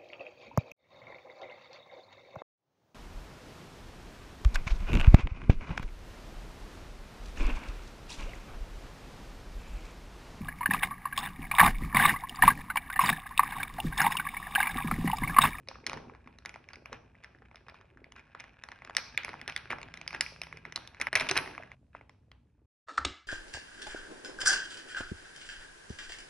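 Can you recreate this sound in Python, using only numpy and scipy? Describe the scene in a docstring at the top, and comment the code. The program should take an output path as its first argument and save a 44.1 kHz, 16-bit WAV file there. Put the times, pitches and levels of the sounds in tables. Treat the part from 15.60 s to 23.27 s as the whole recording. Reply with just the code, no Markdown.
"""Iced coffee stirred, then a capsule pressed

Close by, a glass straw stirs ice in a full glass on a stone counter, drops with a thud, and a hand lifts
the glass away. Foam and drink damp the knocks: short decaying modes, with clicks for light touches, and
brief rising tones for gulping air and for the thud. The hard kitchen behind answers with an echo of dying
noise, over a low appliance hum in filtered noise. After a silent cut a capsule is slid and pressed into a
coffee machine, heard in mono: clicks ring its hollow and rim, and a low sine is the thud of the housing."""
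import sys
import numpy as np
from scipy import signal
from scipy.fft import rfft, irfft, next_fast_len
from scipy.io import wavfile
from scipy.ndimage import uniform_filter1d

SR = 44100
rng = np.random.default_rng(int(sys.argv[2]) if len(sys.argv) > 2 else 0)


def unload_audio(sound):
    """Save the sound as a 16-bit wav file, at the path given as the first command line argument."""
    columns = np.transpose(np.atleast_2d(sound))
    # keep every value between -1 and 1, then stretch to whole-number steps
    steps = np.round(np.clip(columns, -1, 1) * 32767)
    wavfile.write(sys.argv[1], SR, steps.astype(np.int16))


N = 338247

# Blows on the glass: t/s, level/dB, wall ring f/Hz, ice knock over wall ring/dB, clack over wall ring/dB
BLOWS = [(0.0748, -48, 2060, 3, -7), (0.0864, -31.5, 2440, -8.5, -0.5), (0.114, -46.5, 1940, 11, -13),
         (0.157, -52.5, 1880, 17.5, -18), (0.2425, -46, 2180, -7, -21), (0.2661, -23.5, 2050, -9.5, 2),
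         (0.2723, -30.5, 2160, -7, -2.5), (0.2969, -27, 2360, -4, -5.5), (0.3179, -39, 1900, 10.5, -10),
         (0.3321, -31.5, 2150, 2, -3.5), (0.3397, -39.5, 1960, 0.5, -1.5), (0.3732, -39, 1810, 7, -8),
         (0.4979, -47.5, 2270, 6.5, -19), (0.5498, -48.5, 2130, 3.5, -13), (0.6747, -42, 2230, -1, -14),
         (0.7868, -47, 1910, 2, 3), (0.8514, -39.5, 1700, -2.5, -7), (0.859, -28.5, 2050, -12, -6),
         (0.8937, -36, 2270, -11, -8), (0.942, -37.5, 2180, -4, -14.5), (0.9599, -41, 1970, 5, -14),
         (1.0885, -37.5, 2220, -13, -14.5), (1.1336, -43.5, 2180, -2, 4), (1.1403, -52, 1850, 2.5, -9),
         (1.1576, -39.5, 2250, -22, -8), (1.2582, -34.5, 2380, -6, -12.5), (1.3296, -37.5, 2050, 7, -2.5),
         (1.34, -43.5, 2090, 7, -19), (1.5525, -49, 2050, -13, -31), (1.6379, -44, 2100, -9, -5.5),
         (1.6449, -36.5, 1920, -10, -8), (1.749, -46.5, 1720, -25, -27), (1.787, -55, 1830, -5, -16),
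         (1.8216, -55, 1780, 12.5, -19), (1.9138, -49.5, 2260, 4.5, -21), (1.946, -52, 1890, 8, -12),
         (1.9578, -46.5, 2330, 3, 1), (1.9698, -48, 2160, -8, -16), (2.0845, -47, 1780, 4, -5),
         (2.0974, -47.5, 2160, 0, -3), (2.1441, -56.5, 1810, 8, 0), (2.2123, -54.5, 1900, 5.5, -5),
         (2.255, -61.5, 2400, -12.5, -10), (2.3735, -44.5, 1620, -12, -20), (2.4433, -40, 2140, -13, -16.5),
         (2.5216, -45, 2080, -6, 0.5), (2.5631, -51, 1830, 4, -2), (2.5953, -45.5, 2260, -8, -13),
         (2.7502, -46.5, 1920, 9.5, -7), (2.7996, -39, 2280, -3.5, -1), (2.8045, -36, 2150, -6, -7.5),
         (2.8407, -40.5, 1915, -6, -13), (3.0376, -33, 1830, -7, -6), (3.0879, -36, 1948, -2, -9.5),
         (3.118, -37, 1955, -4.5, -9), (3.1237, -43.5, 1848, -0.5, -17.5), (3.2209, -38, 2086, -5.5, -24.5),
         (3.2492, -40, 2090, 1.5, -3), (3.298, -42, 1908, 10, -7), (3.3502, -36, 2320, -5.5, 1.5),
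         (3.3678, -14.5, 1930, -15.5, 0), (3.3832, -27.5, 2001, -6.5, -5.5),
         (3.5765, -13.5, 2237, -35.5, -10), (3.6347, -30, 2160, -15.5, -9),
         (3.6479, -22.5, 2238, -10.5, -8.5), (3.6817, -33, 1990, 2, -17), (3.6919, -30, 2070, -4.5, -12),
         (3.7322, -36.5, 1990, 3, -17), (3.7414, -44, 1940, 14, -14), (3.8146, -33, 2004, -15, -8),
         (3.8782, -28, 2000, -5.5, 0.5), (3.898, -32.5, 2040, -6, -2.5), (3.9231, -37.5, 2340, -8, -7),
         (3.9635, -20.5, 2005, -28, -7), (3.9765, -36.5, 1963, -14.5, 0), (4.1046, -22.5, 2183, -5.5, -15),
         (4.1252, -25.5, 1702, -1, -17), (4.1313, -31, 2025, 8.5, -18.5), (4.1853, -36, 2047, 2, -15.5),
         (4.2156, -36.5, 2310, -3.5, -7), (4.2303, -38.5, 2160, -1, -1), (4.3402, -34, 2160, -8, -8),
         (4.3738, -36, 2110, -10, -6.5), (4.4143, -33.5, 2404, -9, -8), (4.4778, -28.5, 2190, -15.5, 2),
         (4.5076, -32, 2230, -4.5, -14.5), (4.5298, -35.5, 2130, -2, -6), (4.548, -25, 1925, -5.5, -17.5),
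         (4.6094, -16.5, 1986, -26.5, 3), (4.6226, -28, 2050, -34, -35), (4.6637, -26, 2350, -19.5, -27),
         (4.8168, -29, 2360, -6, -1.5), (4.8353, -36.5, 2030, -7, 2.5), (4.8697, -40, 2070, -0.5, -12),
         (4.9273, -31.5, 2140, -6, -17.5), (4.9721, -38.5, 2210, -0.5, -5),
         (5.0528, -30.5, 2070, -12, -15.5), (5.1239, -34.5, 1980, -2, -5), (5.1602, -32.5, 2010, 3.5, 9.5),
         (5.1667, -37, 2050, -5, 3), (5.1762, -39, 1990, 6.5, -1), (5.2751, -47.5, 2210, -8.5, 12),
         (5.347, -43.5, 2140, -3.5, -10), (5.4003, -32.5, 1887, 5, -6), (5.4142, -16.5, 2155, -23, -5.5),
         (5.4207, -29.5, 2048, -6, -2.5), (5.47, -16.5, 2040, -9, -15.5), (5.5298, -17, 1800, -9.5, -10.5),
         (5.5387, -25.5, 2133, -15, -22), (5.5544, -8, 2010, -10.5, -7), (5.558, -11.5, 2170, -18.5, -8),
         (5.561, -15, 2150, -14, -10), (5.5703, -18, 2180, -14, -12), (5.5744, -17.5, 2254, -13, -11.5),
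         (5.5987, -18.5, 2270, -15.5, -2), (5.6044, -25.5, 2130, -16, -4), (5.6078, -32, 2220, -15.5, 8),
         (5.611, -19, 2190, -8.5, -11), (5.614, -21, 2125, -11.5, -12), (5.622, -32, 2120, -5.5, -6),
         (5.669, -31.5, 2300, -7.5, -9), (5.6892, -29, 2210, -6.5, 7), (5.6927, -17.5, 2365, -6.5, -8),
         (5.6972, -23, 2075, -5, -3), (5.7125, -20, 2120, 4.5, 6.5), (5.7567, -28, 2160, -5, -8.5),
         (5.77, -31, 2020, 2.5, 11.5), (5.7759, -13, 2217, -19, -0.5), (5.8608, -32, 1924, -5.5, -28),
         (5.8759, -36, 1975, 1, -19), (5.9797, -30.5, 2240, 0, -24), (6.0349, -37.5, 1940, -5, -22),
         (6.1174, -35.5, 2090, -8.5, -20), (6.351, -45, 2050, 12.5, -26), (6.4119, -45, 2150, 1.5, -29.5),
         (6.4953, -46.5, 2070, 1, -7.5), (6.7166, -47.5, 2050, 1, -0.5)]
# Modes of the full glass, low knock, middle clack and high glint: f/Hz, relative level/dB, t60/s
KNOCK_MODES = [(345, -25.5, 0.024), (525, -19, 0.017), (740, -14.5, 0.019), (1008, -5.5, 0.0075),
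               (1230, -4, 0.0034)]
CLACK_MODES = [(2926, -8, 0.0094), (3670, -8, 0.0098), (4080, -11.5, 0.0086), (5090, -11, 0.013),
               (5310, -6.5, 0.0064), (6270, -9.5, 0.0041)]
GLINT_MODES = [(9300, -3.5, 0.0053), (9230, -5.5, 0.0037), (11050, -8.5, 0.0046), (12400, -8, 0.017)]
WALL_T60_S, MODE_SCATTER_DB, DETUNE = 0.0053, 3, 0.069  # DETUNE is a fraction of the mode's pitch
# Swell of a hard blow, and dB of longer contact per dB of ice knock
CONTACT_S, SOFTENING = .0007, .55
# The echo is fed a broad crack: modes cut short, and a snap
CRACK_T60_S, CRACK_DB, SNAP_DB = .0016, 10, -2
# Glint over the clack at a firm blow, its rise in dB per dB of force, and its chance
GLINT_DB, GLINT_PER_DB, FIRM_BLOW_DB, GLINT_SCATTER_DB = -14.5, 0.3347, -32, 0.5

# Stirring, then the glass carried off: t/s, ice jostling level/dB, drink slosh level/dB
STIR = [(0.0, -79, -72.5), (0.32, -66, -53.5), (0.65, -72, -67.5), (1.04, -69, -66), (2.51, -76, -68),
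        (2.65, -62, -72.5), (3.11, -66, -73), (3.28, -59, -71), (3.82, -58.5, -68), (3.94, -65.5, -69),
        (4.44, -55.5, -65.5), (4.61, -66, -66), (5.17, -62.5, -69), (5.46, -60, -68.5), (5.62, -40, -61.5),
        (5.72, -52, -53.5), (5.98, -55.5, -61.5), (6.13, -59.5, -60)]
LIFT = [(6.16, -95, -79), (6.6, -93, -75), (6.892, -93, -79), (6.92, -93, -79)]
# Cubes tumbling in a dense rattle: t/s, length/s, level/dB
RATTLES = [(0.104, 0.022, -56), (0.142, 0.024, -53), (0.294, .1, -60), (0.367, 0.022, -53.5),
           (0.895, 0.0096, -53), (1.1, 0.016, -53), (1.135, .015, -49), (1.312, 0.074, -52.5),
           (1.85, 0.024, -63.5), (2.063, .015, -59.5), (2.086, 0.027, -57), (2.141, 0.047, -60),
           (2.201, 0.034, -65), (2.553, 0.065, -54), (2.792, 0.021, -52), (3.375, 0.023, -40),
           (3.878, 0.036, -39.5), (4.1, 0.038, -35.5), (4.536, 0.036, -41), (5.404, 0.027, -41.5),
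           (5.463, 0.023, -47.5), (5.558, .012, -26), (5.568, 0.019, -32.5), (5.595, 0.043, -33),
           (5.705, 0.022, -31.5), (5.754, 0.055, -26.5), (6.33, 0.097, -61)]
# Air pockets gulping in the drink; the two near 344 Hz at 5.7-5.8 s are the thud of the dropped straw:
# t/s, level/dB, starting f/Hz
GULPS_AND_STRAW_THUD = [(0.085, -34, 490), (0.265, -45, 630), (0.363, -34.5, 404), (0.519, -37.5, 430),
                        (1.32, -32.5, 475), (2.07, -48, 450), (2.2, -50, 400), (2.318, -50, 338),
                        (3.295, -39, 674), (3.366, -37, 600), (3.69, -36, 398), (3.876, -43, 395),
                        (4.103, -40, 630), (4.606, -30, 637), (4.815, -44, 600), (4.941, -40.5, 410),
                        (5.398, -39, 505), (5.47, -31, 560), (5.532, -33, 640), (5.708, -17, 343),
                        (5.761, -27, 345), (5.999, -31.5, 633)]
JOSTLES_PER_S, TUMBLES_PER_S, GURGLES_PER_S = 600, 1500, 200
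# Cycles, at the starting pitch, in which a gurgle, or a gulp or thud, dies by 60 dB; its phase bend
GURGLE_CYCLES, GULP_CYCLES, GULP_RISE = 7, 13, 0.19
SURGES_PER_S, JOSTLE_SURGE_DB, SLOSH_SURGE_DB = 14, 2.5, 1.5  # ice and drink move in fits and starts
# Each blow shakes the cubes: level against the blow, dying time, delay
JOLT_DB, JOLT_T60_S, JOLT_DELAY_S = -25, 0.068, 0.0035

# Capsule scrapes and crunches: t/s, length/s, relative level/dB, rim clicks over hollow clicks/dB
CAPSULE = [(7.27, 0.073, -62, -6), (7.283, 0.039, -47.5, -10), (7.302, 0.16, -62, 0.5),
           (7.374, 0.018, -49.5, 11.5), (7.382, 0.072, -49, -19), (7.448, 0.0096, -34, 12.5),
           (7.456, 0.083, -60, -5)]
# Capsule knocks into its seat: t/s, relative level/dB
SEATING = [(7.3762, -32), (7.379, -15), (7.385, -24)]
# Modes of the hollow capsule, then of its hard rim: f/Hz, relative level/dB, t60/s
HOLLOW_MODES = [(334, -32, 0.0092), (503, -20, 0.0062), (1150, -45, 0.031), (1320, 1.5, 0.015),
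                (1720, 0, 0.0085)]
RIM_MODES = [(2700, -3, .005), (3600, 0, .006), (4300, -2, .005), (5400, -6, .004), (6600, -8, .004),
             (8000, -12, .004)]
# Housing thuds: t/s, level/dB, t60/s
THUDS = [(7.384, -44.5, 0.49), (7.412, -41, 0.14), (7.456, -28.5, 0.092), (7.505, -38, 0.09)]
THUD_HZ = 69.2

# Echo of the kitchen, then of the nook around the machine: f/Hz, relative level/dB, t60/s
KITCHEN = [(205, -16, 0.37), (570, -22, 0.62), (1440, -20.5, 0.22), (3180, -29, 0.45), (6000, -28.5, 0.21),
           (6760, -47.5, 0.66), (8300, -40, .4), (8800, -36, .35), (11000, -27.5, 0.3)]
NOOK = [(201, 5.5, 0.14), (600, -25, 0.27), (1500, -26, 0.45), (4000, -23, 0.33), (7860, -32, 0.34),
        (10000, -32, 0.19)]
# Diffuse sound: f/Hz, side minus mid level/dB
WIDTH = [(60, -31), (130, -25), (270, -10.5), (580, -0.5), (1230, -6.5), (2610, -8), (5560, -3),
         (11800, -5.5)]
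# Direct sound at the two microphone ports: f/Hz, phase by which left leads/rad
PORT_LEAD = [(0, 0), (1000, .18), (2000, .42), (4000, .85), (8000, 1.9), (12000, 1.0)]
# Colour of the kitchen air: f/Hz, relative level/dB
AIR_COLOUR = [(15, -41), (25, -30.5), (43, -6.5), (91, -1), (124, -2.5), (183, -11), (231, -10.5),
              (451, -36.5), (718, -34.5), (1730, -41.5), (12000, -54.5), (15600, -92), (22000, -120)]
# Lumps of mains hum added to that colour: f/Hz, width/Hz, relative level/dB
HUM = [(62, 10, 1.5), (122, 6.2, -6.5)]
# Loudness of the kitchen air: t/s, level/dB
AIR_LEVEL = [(0.0, -60), (0.39, -59), (0.68, -62), (3.14, -65.5), (3.52, -60), (5.88, -60.5), (6.89, -65),
             (6.95, -68.5)]
# A faint far tone: t/s, f/Hz, level/dB
DRONE = [(3.75, 142.6, -66.5), (4.046, 165.2, -68), (5.078, 160.9, -62.5), (5.3, 164.7, -86)]
NOOK_AIR_DB = -77.5
# Shots, three of the glass and one of the machine: start t/s, end t/s
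SHOTS = [(0, 5.487), (5.487, 6.146), (6.146, 7.056), (7.269, 7.67)]

DUCK_FROM_DB, DUCK_SHARE, DUCK_ATTACK_S, RECOVERY_DB_PER_S = -42.5, 0.2, 0.024, 49.5
CUTOFF_HZ = 12600


def strike(blows):
    """Each blow swells over its contact and rings the wall and all mode families; also gives the cracks."""
    at, blow_db, wall_hz, *family_db = np.transpose(blows)[:, :, None]
    # a harder blow reaches the highest modes
    force_db = GLINT_PER_DB * (blow_db - FIRM_BLOW_DB)
    force_db = force_db + GLINT_SCATTER_DB * rng.standard_normal((len(blows), 1))
    family_db.append(family_db[1] + GLINT_DB + force_db)
    lead = 400  # samples kept ahead of the full contact
    t = (np.arange(1600) - lead) / SR
    age = np.maximum(t, 0)
    chance = rng.standard_normal((len(blows), 3, 20))
    sound = np.sin(2 * np.pi * wall_hz * t) * from_db(-60 * age / WALL_T60_S)
    families = zip((KNOCK_MODES, CLACK_MODES, GLINT_MODES), family_db)
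    modes = [(*mode, share_db) for family, share_db in families for mode in family]
    for k, (hz, level_db, t60, share_db) in enumerate(modes):
        detune, scatter, phase = np.clip(chance[:, :, [k]], -2, 2).transpose(1, 0, 2)
        # the spot struck and the ice against the wall shift each mode
        hz = hz * (1 + DETUNE * detune)
        gain = from_db(share_db + level_db + MODE_SCATTER_DB * scatter - 60 * age / t60)
        sound = sound + gain * np.sin(2 * np.pi * hz * t + np.pi * phase)
    crack = sound * from_db(CRACK_DB - 60 * np.abs(t) / CRACK_T60_S) + from_db(SNAP_DB) * (t == 0)
    # ice on ice is dull and lands softly
    contact = CONTACT_S * from_db(SOFTENING * np.clip(family_db[0] - 2.0, 0, 20))
    sound = sound * from_db(2.0) * np.exp(-(np.minimum(t, 0) / contact) ** 2)
    out = np.zeros((2, N + len(t)))
    place = (at * SR).astype(int) + 15 - lead + np.arange(len(t))
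    for track, part in zip(out, (sound, crack)):
        np.add.at(track, place, part * from_db(blow_db))
    return out[:, :N]


def stirring():
    """Ice jostles and tumbles on the glass, the drink gurgles and gulps, and the dropped straw thuds."""
    jostle_db, slosh_db = in_time(STIR + LIFT)
    jostle_db = jostle_db + JOSTLE_SURGE_DB * surges()
    slosh_db = slosh_db + SLOSH_SURGE_DB * surges()
    tumble = sum(from_db(db) * swell(s, length) for s, length, db in RATTLES)
    slosh = gurgle()
    jostle = rms_one(touches(grains(JOSTLES_PER_S, 4.8)))
    rattle = rms_one(touches(grains(TUMBLES_PER_S, 2.3)))
    ice = from_db(jostle_db) * jostle + (tumble + jolts()) * rattle
    return ice + from_db(slosh_db) * slosh + gulps_and_straw_thud()


def touches(clicks):
    """Light touches of ice, each mode of the glass struck with its own strength."""
    modes = [(1630, -1.0, 0.0096), (2050, -4.0, 0.0048), (2480, 1.5, .007)]  # wall: Hz, dB, t60 s
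    for family, offset_db in ((KNOCK_MODES, -6), (CLACK_MODES, -10), (GLINT_MODES, -19)):
        modes += [(hz, db + offset_db, t60) for hz, db, t60 in family]
    rings = sum(from_db(db) * ring(clicks * rng.standard_normal(N), hz, t60) for hz, db, t60 in modes)
    return signal.lfilter([.15], [1, -.6], rings)  # a soft contact is dull


def jolts():
    """After every blow the cubes tremble against the wall for a moment: a decaying envelope."""
    kicks = np.zeros(N)
    for s, blow_db, *_ in BLOWS:
        kicks[int((s + JOLT_DELAY_S) * SR)] = from_db(blow_db + JOLT_DB)
    return signal.lfilter([1], [1, -from_db(-60 / (JOLT_T60_S * SR))], kicks + 1e-18)


def gurgle():
    """The drink around the cubes: random pops dealt among fourteen bubble pitches."""
    pops = grains(GURGLES_PER_S, 4.5)
    dealt = rng.integers(0, 14, N)
    pitches = np.geomspace(230, 1300, 14)
    bubbles = sum(ring(pops * (dealt == k), hz, GURGLE_CYCLES / hz) for k, hz in enumerate(pitches))
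    return rms_one(signal.lfilter([.2], [1, -.8], bubbles))


def gulps_and_straw_thud():
    """Air pockets ring a few cycles, rising as they near the surface; the straw's thud is made alike."""
    out, t = np.zeros(N), np.arange(4000) / SR
    for s, level_db, hz in GULPS_AND_STRAW_THUD:
        cycles = hz * t
        bent = cycles * (1 + GULP_RISE * cycles / GULP_CYCLES)
        tone = np.sin(2 * np.pi * bent) * np.minimum(cycles / 2.0, 1)
        out[int(s * SR):][:len(t)] += from_db(level_db - 60 * cycles / GULP_CYCLES) * tone
    return out


def surges():
    """Slow chance of spread 1, held within 2 either way."""
    r = np.exp(-2 * np.pi * SURGES_PER_S / SR)
    slow = signal.lfilter([1], [1, -2 * r, r * r], rng.standard_normal(N + SR))[SR:]
    return np.clip(rms_one(slow), -2, 2)


def capsule():
    """Bursts of clicks and soft knocks ring the hollow capsule and its hard rim; also gives the echo feed."""
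    clicks = rms_one(grains(5600, 3.2))
    soft, hard = np.zeros((2, N))
    for s, length, level_db, hard_db in CAPSULE:
        burst = clicks * swell(s, length) * from_db(level_db - 15.5)
        soft += burst
        hard += burst * from_db(hard_db)
    hollow = sum(from_db(db) * ring(soft, hz, t60) for hz, db, t60 in HOLLOW_MODES)
    rim = sum(from_db(db) * ring(hard, hz, t60) for hz, db, t60 in RIM_MODES)
    # the echo is fed a rim with its own ringing time, set louder
    crack = sum(from_db(db + 3.5) * ring(hard, hz, CRACK_T60_S) for hz, db, _ in RIM_MODES)
    small_body = signal.butter(6, [300, 8500], "band", fs=SR, output="sos")  # a small thing gives no bass
    return signal.sosfilt(small_body, [hollow + rim, hollow + crack]) + seat_knocks()


def seat_knocks():
    """The capsule knocks into its seat: each soft contact sets the hollow modes ringing."""
    knocks = np.zeros(N)
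    for s, level_db in SEATING:
        age = np.maximum(np.arange(N) / SR - s, 0)
        onset = 1 - np.exp(-(age / 0.001) ** 2)
        rings = sum(from_db(db - 60 * age / t60) * np.sin(2 * np.pi * hz * age)
                    for hz, db, t60 in HOLLOW_MODES)
        knocks += from_db(level_db + 8.0) * onset * rings
    return knocks


def housing_thuds():
    """The machine housing thuds: a low sine with a short rise and a decay."""
    thud = np.zeros(N)
    for s, level_db, t60 in THUDS:
        age = np.maximum(np.arange(N) / SR - s, 0)
        tone = np.sin(2 * np.pi * THUD_HZ * age) * np.minimum(age / 0.0041, 1)
        thud += from_db(level_db - 60 * age / t60) * tone
    return thud


def ports(x):
    """Two microphone ports hear the glass with a frequency-dependent phase lead on the left."""
    size = next_fast_len(N)
    lead = at_hz(PORT_LEAD, np.fft.rfftfreq(size, 1 / SR)) * np.array([[.5], [-.5]])
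    return irfft(rfft(x, size) * np.exp(1j * lead), size)[:, :N] * from_db([[-.3], [.3]])


def echo(x, walls):
    """Echo of hard walls: noise dying band by band, fading in over a few ms."""
    size = SR
    hz, t = np.fft.rfftfreq(size, 1 / SR), np.arange(size) / SR
    centres = np.geomspace(100, 12800, 8)
    noise = diffuse(size) * from_db(at_hz(walls, hz))
    tail = 0
    for k, centre in enumerate(centres):
        share = np.interp(np.log(hz + 1), np.log(centres), np.arange(8) == k)
        band = irfft(noise * share, size)
        tail = tail + band * from_db(-60 * t / at_hz(walls, centre, axis=2))
    tail = tail * from_db(-16) * np.clip(t / 0.0037, 0, 1)
    return signal.fftconvolve(x[None], tail, axes=1)[:, :N]


def air():
    """Steady kitchen air with a lumpy mains hum, and a far tone that comes and goes."""
    size = next_fast_len(N)
    bins = np.fft.rfftfreq(size, 1 / SR)
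    lumps = sum(from_db(db) / (1 + (2 * (bins - hz) / width) ** 2) for hz, width, db in HUM)
    colour = from_db(at_hz(AIR_COLOUR, bins)) + lumps
    noise = irfft(diffuse(size) * colour, size)[:, :N]
    # the tone fades in and out over 0.1 s
    (first_s, first_hz, _), (last_s, last_hz, _) = DRONE[0], DRONE[-1]
    hz, level_db = in_time([(first_s - .1, first_hz, -100)] + DRONE + [(last_s + .1, last_hz, -100)])
    tone = from_db(level_db) * np.sqrt(2) * np.sin(2 * np.pi * np.cumsum(hz) / SR)
    return rms_one(noise), tone


def diffuse(size):
    """Spectra of left and right noise, as wide as WIDTH says."""
    mid, side = rfft(rng.standard_normal((2, size)))
    side = from_db(at_hz(WIDTH, np.fft.rfftfreq(size, 1 / SR))) * side
    return mid + side * [[1], [-1]]


def grains(per_s, spread_db):
    """Random clicks of uneven size and sign."""
    sizes = from_db(spread_db * np.minimum(rng.exponential(1, N), 5)) * rng.choice([-1, 1], N)
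    return sizes * (rng.random(N) < per_s / SR)


def ring(clicks, hz, t60):
    """A two-pole resonator: a unit click sets a decaying sine ringing from height 1."""
    r, w = from_db(-60 / (t60 * SR)), 2 * np.pi * hz / SR
    return signal.lfilter([0, np.sin(w)], [1, -2 * r * np.cos(w), r * r], clicks + 1e-18)


def swell(s, length):
    """A bump that rises fast and falls slowly."""
    return np.sin(np.pi * np.clip((np.arange(N) / SR - s) / length, 0, 1) ** .6)


def from_db(db):
    """dB to gain."""
    return 10 ** (np.asarray(db) / 20)


def rms_one(x):
    """Scale to rms 1."""
    return x / np.sqrt(np.mean(x ** 2) + 1e-20)


def in_time(rows):
    """Columns of a curve, sample by sample."""
    s, *columns = np.transpose(rows)
    return [np.interp(np.arange(N) / SR, s, c) for c in columns]


def at_hz(points, hz, axis=1):
    """Read a table on a log-frequency axis."""
    table = np.array(points, float)
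    return np.interp(np.log(hz + 1), np.log(table[:, 0] + 1), table[:, axis])


def shot(order):
    """Gate of one shot, with 3 ms fades."""
    start, end = SHOTS[order]
    t = np.arange(N) / SR
    return np.clip(np.minimum(t - start + .003, end + .003 - t) / .003, 0, 1)


def scene():
    """Three shots of the glass in the kitchen and one of the machine; echoes stop at each cut."""
    blows, cracks = strike(BLOWS)
    stirred = stirring()
    hum, tone = air()
    bed = ports(blows + stirred) + from_db(in_time(AIR_LEVEL)[0]) * hum + tone
    out = np.zeros((2, N))
    for k in range(3):
        gate = shot(order=k)
        out += gate * (bed + echo((cracks + stirred) * gate, KITCHEN))
    contacts, echo_feed = capsule()
    # one channel of echo and air keeps the machine mono
    nook = contacts + housing_thuds() + echo(echo_feed, NOOK)[0] + from_db(NOOK_AIR_DB) * hum[0]
    return out + shot(order=3) * nook


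def record(dry):
    """Gain control ducks just after loud blows and recovers at a steady rate; the top is cut."""
    level_db = 10 * np.log10(uniform_filter1d(np.mean(dry ** 2, axis=0), size=200) + 1e-12)
    ramp = RECOVERY_DB_PER_S * np.arange(N) / SR
    wanted_db = DUCK_SHARE * np.maximum(level_db - DUCK_FROM_DB, 0)
    duck_db = np.maximum.accumulate(wanted_db + ramp) - ramp
    r = np.exp(-1 / (DUCK_ATTACK_S * SR))
    ducked = dry * from_db(-signal.lfilter([1 - r], [1, -r], duck_db))
    return signal.sosfilt(signal.cheby2(12, 60, CUTOFF_HZ, fs=SR, output="sos"), ducked)


dry = scene()
out = record(dry)
unload_audio(out)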